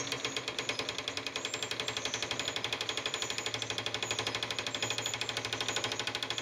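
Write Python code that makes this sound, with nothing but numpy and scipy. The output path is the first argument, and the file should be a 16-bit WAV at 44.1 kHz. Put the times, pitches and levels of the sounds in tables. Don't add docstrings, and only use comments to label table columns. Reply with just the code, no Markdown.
import sys
import numpy as np
from scipy import signal
from scipy.fft import rfft, irfft, next_fast_len
from scipy.io import wavfile
from scipy.ndimage import uniform_filter1d, minimum_filter1d, map_coordinates

SR = 44100
rng = np.random.default_rng(int(sys.argv[2]) if len(sys.argv) > 2 else 0)


def dump(signal):
    limited = np.clip(np.atleast_2d(signal).T, -1, 1)
    pcm = np.round(limited * 32767).astype(np.int16)
    wavfile.write(sys.argv[1], SR, pcm)


def volts(x):
    e = np.asarray(x, float) / 20
    return 10 ** e


N = 282681

# frequency in Hz, t60 in seconds.
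ROOM_DECAY = [(100, 0.054), (500, 0.11), (2500, 0.65), (5000, 0.48), (10000, 0.72)]
# frequency in Hz, density in dB per Hz.
RUMBLE_SPECTRUM = [(24, -52), (40, -21), (109, 10), (197, -7.5), (262, -2.5), (324, -1.5), (433, -0.5),
                   (595, -0.5), (703, -7), (843, -8), (909, -11), (1030, -5), (1120, -8.5), (1500, -22.5),
                   (1950, -31), (3300, -120)]
# frequency in Hz, density in dB per Hz.
STEAM_SPECTRUM = [(590, -9), (1000, -4), (1580, -2.5), (2320, 1), (2460, 0), (2870, -6), (3380, -12.5),
                  (3840, -3), (5710, -18), (6890, -17), (7930, -33), (9230, -28.5), (11100, -40.5),
                  (15300, -43), (16400, -57)]
# start in seconds, length in seconds, level in dB.
DRONE_SPELLS = [
    (-.5, 1.1, -52),
    (.4, 1.2, -58),
    (5.4, 1.2, -63),
]
# time in seconds, frequency in Hz.
DRONE_PITCH = [(0, 279), (.45, 270), (1.45, 279), (5.4, 265)]
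# frequency in Hz, waver in Hz.
SQUEAL_TONES = [(6750, 17.8), (6905, 18), (7400, 14)]
# start in seconds, length in seconds, level in dB.
SQUEAL_SPELLS = [
    [(.2, 0.24, -50.5), (.58, 0.15, -53), (1.1, 0.1, -58), (1.33, 0.16, -51.5), (2.0, 0.099, -59),
     (2.88, 0.14, -52), (4.05, 0.2, -51), (4.54, 0.094, -53), (4.75, 0.19, -55), (5.64, 0.25, -52),
     (5.95, 0.054, -54), (6.32, 0.14, -56.5)],
    [(.85, 0.12, -62), (2.36, 0.2, -46.5), (3.04, 0.095, -50.5), (3.12, 0.24, -47), (3.3, 0.24, -49.5),
     (4.02, 0.13, -45.5), (4.78, 0.2, -46), (5.0, .14, -44.5), (5.66, 0.14, -47.5), (6.33, 0.078, -52.5)],
    [(1.39, 0.35, -48), (1.82, 0.19, -53.5), (3.56, .15, -59), (4.7, 0.089, -53), (5.0, 0.21, -72),
     (5.18, 0.15, -53), (6.33, .11, -64)],
]
# frequency in Hz, width in Hz, level in dB.
SCRAPE_PEAKS = [(5625, 190, 6.5), (6040, 250, 10.5), (6600, 220, 8), (6480, 200, 12.5), (6900, 1000, 3)]
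# start in seconds, length in seconds, level in dB.
SCRAPE_SPELLS = [(-.1, 0.25, -47.5), (.1, 0.25, -55.5), (.6, 0.2, -69), (.8, 0.18, -68), (1.33, 0.16, -74),
                 (1.9, 0.48, -54), (2.85, 0.2, -59), (3.1, 0.37, -64), (3.57, 0.21, -58), (4.1, 0.15, -64),
                 (4.7, 0.51, -66), (5.25, 0.46, -57), (5.55, 0.54, -70), (6.3, 0.27, -65)]
# start in seconds, length in seconds, level in dB.
PULLEY_CHIRPS = [
    (0.714, 0.13, -51.5),
    (2.62, .06, -58),
    (4.215, 0.15, -55),
    (5.875, .045, -53),
]
# time in seconds, peak in dB.
ROD_SLAPS = [(0.0476, -37), (0.0725, -27), (0.094, -29.5), (0.106, -41), (0.453, -47), (0.4214, -40),
             (0.952, -35), (1.768, -36), (2.4535, -28.5), (3.1148, -52), (3.2754, -37), (4.6404, -40),
             (5.3432, -39), (5.66, -32)]
# frequency in Hz, level in dB, t60 in seconds, rise in ms.
FRAME_MODES = [(1306, -13.5, 0.03, 2.5), (1485, -11, 0.04, 3.4), (1737, -23.5, 0.061, 1.1),
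               (1933, -27, 0.18, 3.9), (2074, -22, 0.088, 2.6), (2216, -13, 0.085, 3.5),
               (2500, -2.5, 0.032, 1.5), (2820, -15, 0.045, 2.9), (3048, -12, 0.026, 1.6),
               (3241, -2.5, 0.017, 0.96), (3255, -18, .19, 3), (3396, 3, 0.016, 0.24),
               (3607, -3.5, 0.018, 1.25), (3870, -12.5, 0.023, 0.27), (4290, -11.5, 0.019, 0.15),
               (4610, -12, 0.02, 0.28), (5076, -13, 0.021, 0.093), (5505, -15.5, 0.025, 0.2),
               (5890, -23.5, 0.033, 0.88), (5920, -12, 0.021, 0.13), (6910, -12, 0.019, 0.33),
               (7350, -41.5, 0.035, 0.64)]
# frequency in Hz, level in dB, t60 in seconds, rise in ms.
BENCH_MODES = [(79.6, -13, .13, 6.1), (113.3, -9.5, 0.31, 13), (127.2, -14, 0.2, 9.7),
               (259.6, -2, 0.17, 17), (356.7, -9, 0.2, 5.7), (435.2, -1, 0.14, 5.3), (483, -9.5, .12, 5.9),
               (591.8, -9, 0.22, 3.1), (707.7, -5, 0.071, 6.5), (840, -6.5, 0.17, 10.3),
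               (805.5, -10, 0.12, 6.2), (982, -2.5, 0.15, 14), (1052, -2.5, 0.13, 9), (1305, -29, 0.033, 1)]
# frequency in Hz, density in dB per Hz.
CONTACT_SPECTRUM = [(1500, -19), (3000, -3), (5000, 1), (7000, -7.5), (9000, -9.5), (12000, -24.5),
                    (16000, -30)]
# time in seconds, turns per second.
SHAFT_SPEED = [(0, 7.17), (.5, 9.17), (.85, 10.309), (1.07, 10.673), (1.26, 10.662), (1.75, 11.819),
               (2.18, 11.596), (2.69, 12.236), (3, 11.986), (3.47, 12.648), (3.95, 12.223), (4.33, 12.588),
               (4.68, 12.488), (4.97, 12.85), (5.16, 13.018), (5.52, 12.593), (5.89, 12.97), (6.41, 12.884)]
# time in seconds, knock peak in dB.
PISTON_FORCE = [(0.12, -20), (.45, -22), (.69, -20.5), (.8, -22.5), (1.2, -23), (1.7, -22), (2.3, -21),
                (2.75, -21), (3.2, -22), (3.75, -23.5), (4.03, -21.5), (4.27, -21), (4.74, -22.5),
                (4.83, -19.5), (4.91, -22.5), (5.37, -22), (5.82, -19.5), (6.2, -22.7)]
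# frequency in Hz, change in dB.
SLACK_COLOUR = [(1300, -4), (1483, 6.5), (1750, -10), (3075, 5.5), (3391, -6.5), (3614, 6.5), (3820, 5.5),
                (4640, -1.5)]
# frequency in Hz, dB per turn per second.
SPEED_COLOUR = [(90, 1), (116, 3.5), (123, -3), (260, 0), (440, -0.4), (478, -3), (845, 3), (1030, -0.8)]
# time in seconds, extra level in dB.
BASE_JOLTS = [
    (.79, 4),
    (1.36, 3),
    (2.65, -1),
    (4.03, 1),
    (4.19, 2.5),
    (4.83, 1),
    (5.14, 0),
    (5.84, 0.5),
    (5.92, 1),
]
# frequency in Hz, gain in dB.
MICROPHONE_RESPONSE = [(20, -23), (75, 3), (7350, 2.5), (7700, -10.5), (7900, -6), (8150, -18), (8400, 2.5),
                       (20000, 7)]

START_TURN = 0.114
CRUISE = 11.7
KNOCK_SCATTER_DB = 0.88
BENCH_DB, BENCH_GROWS, BENCH_SCATTER_DB = -13.5, 0.19, 0.26
SLACK = (5.22, 1, 0)
RUMBLE_DB, RUMBLE_GROWS = -52.5, 1
STEAM_DB, STEAM_GROWS = -52, 0.85
RUMBLE_FLOOR_HZ = 149
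DRONE_DB, IDLE_SCRAPE_DB, IDLE_SQUEAL_DB = -70, -63.5, -79
SPELL_EDGE = 0.82
TICK_TURN, TICK_DB = 0.62, -29
TICK_FADES, TICK_SCATTER_DB = 2.1, 2.5
BOUNCE_S, BOUNCE_DB = 0.009, -5.5
LIMIT = 0.091


def unit(x):
    return x / np.sqrt(np.mean(x ** 2) + 1e-20)


def along(points, hz):
    f, v = np.transpose(points)
    return np.interp(np.log(hz + 1), np.log(f + 1), v)


def at(points, s):
    return np.interp(s, *np.transpose(points))


def clock():
    return np.arange(N) / SR


def wobble(rate):
    return map_coordinates(rng.standard_normal(int(N * rate / SR) + 4), [np.arange(N) * rate / SR])


def noise(response):
    m = next_fast_len(N)
    spectrum = rfft(rng.standard_normal(m))
    return unit(irfft(spectrum * response(np.fft.rfftfreq(m, 1 / SR)), m)[:N])


def coloured(points):
    return noise(lambda f: volts(along(points, f)))


def peak(f, hz, width):
    return 1 / (1 + (2 * (f - hz) / width) ** 2)


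def sine(hz):
    return np.sin(2 * np.pi * np.cumsum(hz) / SR)


def half_sine(s, length):
    return np.sin(np.pi * np.clip((clock() - s) / length, 0, 1)).clip(0)


def spells(rows, idle_db):
    return volts(idle_db) + sum(volts(db) * half_sine(s, length) ** SPELL_EDGE for s, length, db in rows)


def turns():
    return START_TURN + np.cumsum(at(SHAFT_SPEED, clock())) / SR


def moments(share):
    angle = turns()
    angles = np.r_[0, angle]
    times = np.r_[-START_TURN / SHAFT_SPEED[0][1], clock()]
    return np.interp(np.arange(int(angle[-1] - share) + 1) + share, angles, times)


def force_swing():
    force_db = at(PISTON_FORCE, clock())
    return force_db - force_db.mean()


def struck(blows, modes, scatter_db, slip, lean_db=0, drift_db=0):
    hz, db, t60, rise_ms = np.transpose(modes)[..., None]
    t = np.arange(SR // 5) / SR
    swell = volts(db - 60 * t / t60) * (1 - np.exp(-1000 * t / rise_ms)) ** 2
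    phase = 2 * np.pi * hz * t + np.pi * np.arange(len(modes))[:, None]
    sines, cosines = swell * np.sin(phase), swell * np.cos(phase)
    chance = rng.standard_normal((len(blows), 2, len(modes)))
    slow = unit(uniform_filter1d(rng.standard_normal((len(blows), len(modes))), size=7, axis=0))
    out = np.zeros(N + SR)
    for (s, level), (a, b), colour_db in zip(blows, chance, lean_db + drift_db * slow):
        gain = volts(level + scatter_db * a + colour_db)
        ring = (gain * np.cos(slip * b)) @ sines + (gain * np.sin(slip * b)) @ cosines
        out[round((s + 0.1) * SR):][:len(t)] += ring
    return out[SR // 10:][:N]


def snaps(blows, t60):
    kicks = np.zeros(N)
    for s, db in blows:
        kicks[round(max(s, 0) * SR)] = volts(db)
    fade = volts(-60 * np.arange(SR // 20) / SR / t60)
    return signal.fftconvolve(kicks, fade)[:N] * coloured(CONTACT_SPECTRUM)


def shudder(blows, spectrum, t60, rise):
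    kicks = np.zeros(N + SR // 10)
    for s, db in blows:
        kicks[round((s + 0.1) * SR)] = volts(db)
    t = np.arange(SR // 2) / SR
    rings = coloured(spectrum)[:SR].reshape(2, -1)
    rings = rings * volts(-60 * t / t60) * (1 - np.exp(-t / rise))
    drift = np.linspace(0, 1.2, len(kicks))
    first = signal.fftconvolve(kicks * np.cos(drift), rings[0])
    second = signal.fftconvolve(kicks * np.sin(drift), rings[1])
    return (first + second)[SR // 10:][:N]


def shop(x):
    hz, t, z = signal.stft(rng.standard_normal(SR // 2), SR, nperseg=256)
    fade = volts(-60 * t / along(ROOM_DECAY, hz)[:, None])
    tail = signal.istft(z * fade, SR, nperseg=256)[1]
    return signal.fftconvolve(np.pad(x, (300, 0)), tail / np.linalg.norm(tail))[:N]


def rumble():
    gain = volts(RUMBLE_DB + RUMBLE_GROWS * force_swing() + 1.5 * wobble(25))
    return gain * noise(lambda f: volts(along(RUMBLE_SPECTRUM, f)) / (1 + (RUMBLE_FLOOR_HZ / (f + 1)) ** 2))


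def belt():
    gain = spells(DRONE_SPELLS, DRONE_DB) * volts(2.2 * wobble(12))
    return gain * sine(at(DRONE_PITCH, clock()) + 1.9 * wobble(15))


def steam():
    puff_db = -5 * (turns() % 1 - 0.5) + 1.5 * wobble(60)
    return volts(STEAM_DB + STEAM_GROWS * force_swing() + puff_db) * coloured(STEAM_SPECTRUM)


def scrape():
    rub = np.zeros(N)
    for hz, width, db in SCRAPE_PEAKS:
        rub += volts(db + 3.1 * wobble(7)) * np.sqrt(width) * noise(lambda f: peak(f, hz, width))
    return spells(SCRAPE_SPELLS, IDLE_SCRAPE_DB) * volts(3.3 * wobble(40)) * unit(rub)


def squeal():
    out = np.zeros(N)
    for (hz, waver), rows in zip(SQUEAL_TONES, SQUEAL_SPELLS):
        tone = sine(hz + waver * wobble(150) + waver * wobble(4.9))
        gain = spells(rows, IDLE_SQUEAL_DB) * volts(1.94 * wobble(30))
        hiss = volts(-3) * noise(lambda f: peak(f, hz, 400))
        octave = volts(21) * gain * noise(lambda f: peak(f, 2 * hz, 500))
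        out += gain * (tone + hiss + octave)
    return out


def pulley():
    swells = sum(volts(db) * np.sqrt(half_sine(s, length)) for s, length, db in PULLEY_CHIRPS)
    return swells * noise(lambda f: peak(f, 5060, 70) + volts(-29.5) * peak(f, 10400, 600))


def valve():
    s = moments(TICK_TURN)
    db = TICK_DB - TICK_FADES * (at(SHAFT_SPEED, s) - 8) + TICK_SCATTER_DB * rng.standard_normal(len(s))
    ticks = np.c_[s, db - 2.5]
    blows = np.r_[ticks, ticks + [BOUNCE_S, BOUNCE_DB], ROD_SLAPS] - [0, 6]
    upper = [(hz, db / 2, 1.05 * t60, 0.3) for hz, db, t60, _ in FRAME_MODES[11:15]]
    ring = struck(blows, upper, scatter_db=3, slip=2.6)
    tin = shudder(blows - [0, 9], STEAM_SPECTRUM, t60=0.066, rise=0.0011)
    return ring + tin + snaps(blows - [0, 19], t60=0.014)


def crank():
    s = moments(0)
    db = at(PISTON_FORCE, s) + KNOCK_SCATTER_DB * rng.standard_normal(len(s))
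    share = BENCH_DB + BENCH_GROWS * (db - db.mean()) + BENCH_SCATTER_DB * rng.standard_normal(len(s))
    for when, extra_db in BASE_JOLTS:
        share = share + extra_db * (abs(s - when) < 0.03)
    slack = spells([SLACK], -60)[(s.clip(0) * SR).astype(int)]
    loose_db = np.outer(slack, along(SLACK_COLOUR, np.transpose(FRAME_MODES)[0]))
    fast_db = np.outer(at(SHAFT_SPEED, s) - CRUISE, along(SPEED_COLOUR, np.transpose(BENCH_MODES)[0]))
    frame = struck(np.c_[s, db - 1.5], FRAME_MODES, scatter_db=2.13, slip=0.21, lean_db=loose_db, drift_db=1.1)
    bench = struck(np.c_[s, db + share - 3], BENCH_MODES, scatter_db=0.77, slip=0.064,
                   lean_db=fast_db, drift_db=1.57)
    wood_spectrum = [(24, -60), (150, -16)] + RUMBLE_SPECTRUM[3:]
    wood = shudder(np.c_[s, db + share - 11], wood_spectrum, t60=0.44, rise=0.016)
    tin = shudder(np.c_[s, db - 17], STEAM_SPECTRUM, t60=0.19, rise=0.0024)
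    cracks = np.c_[s, db - 12 + 1.5 * rng.standard_normal(len(s))][1:]
    return frame + tin + snaps(cracks, t60=0.021), bench + wood


def scene():
    metal, bench = crank()
    engine = metal + valve()
    steady = rumble() + belt() + steam()
    friction = scrape() + squeal() + pulley()
    return (engine + bench + volts(-15) * shop(engine) + steady + friction)[None]


def band_limit(x):
    return signal.sosfilt(signal.butter(12, 15750, fs=SR, output="sos"), x)


def record(dry):
    m = next_fast_len(N + 4096)
    response = volts(along(MICROPHONE_RESPONSE, np.fft.rfftfreq(m, 1 / SR)))
    x = irfft(rfft(dry, m) * response, m)[:, :N]
    need = np.minimum(1, LIMIT / (np.abs(x) + 1e-9))
    duck = uniform_filter1d(minimum_filter1d(need, size=25), size=25)
    return band_limit(x * duck)


dry = scene()
out = record(dry)
dump(out)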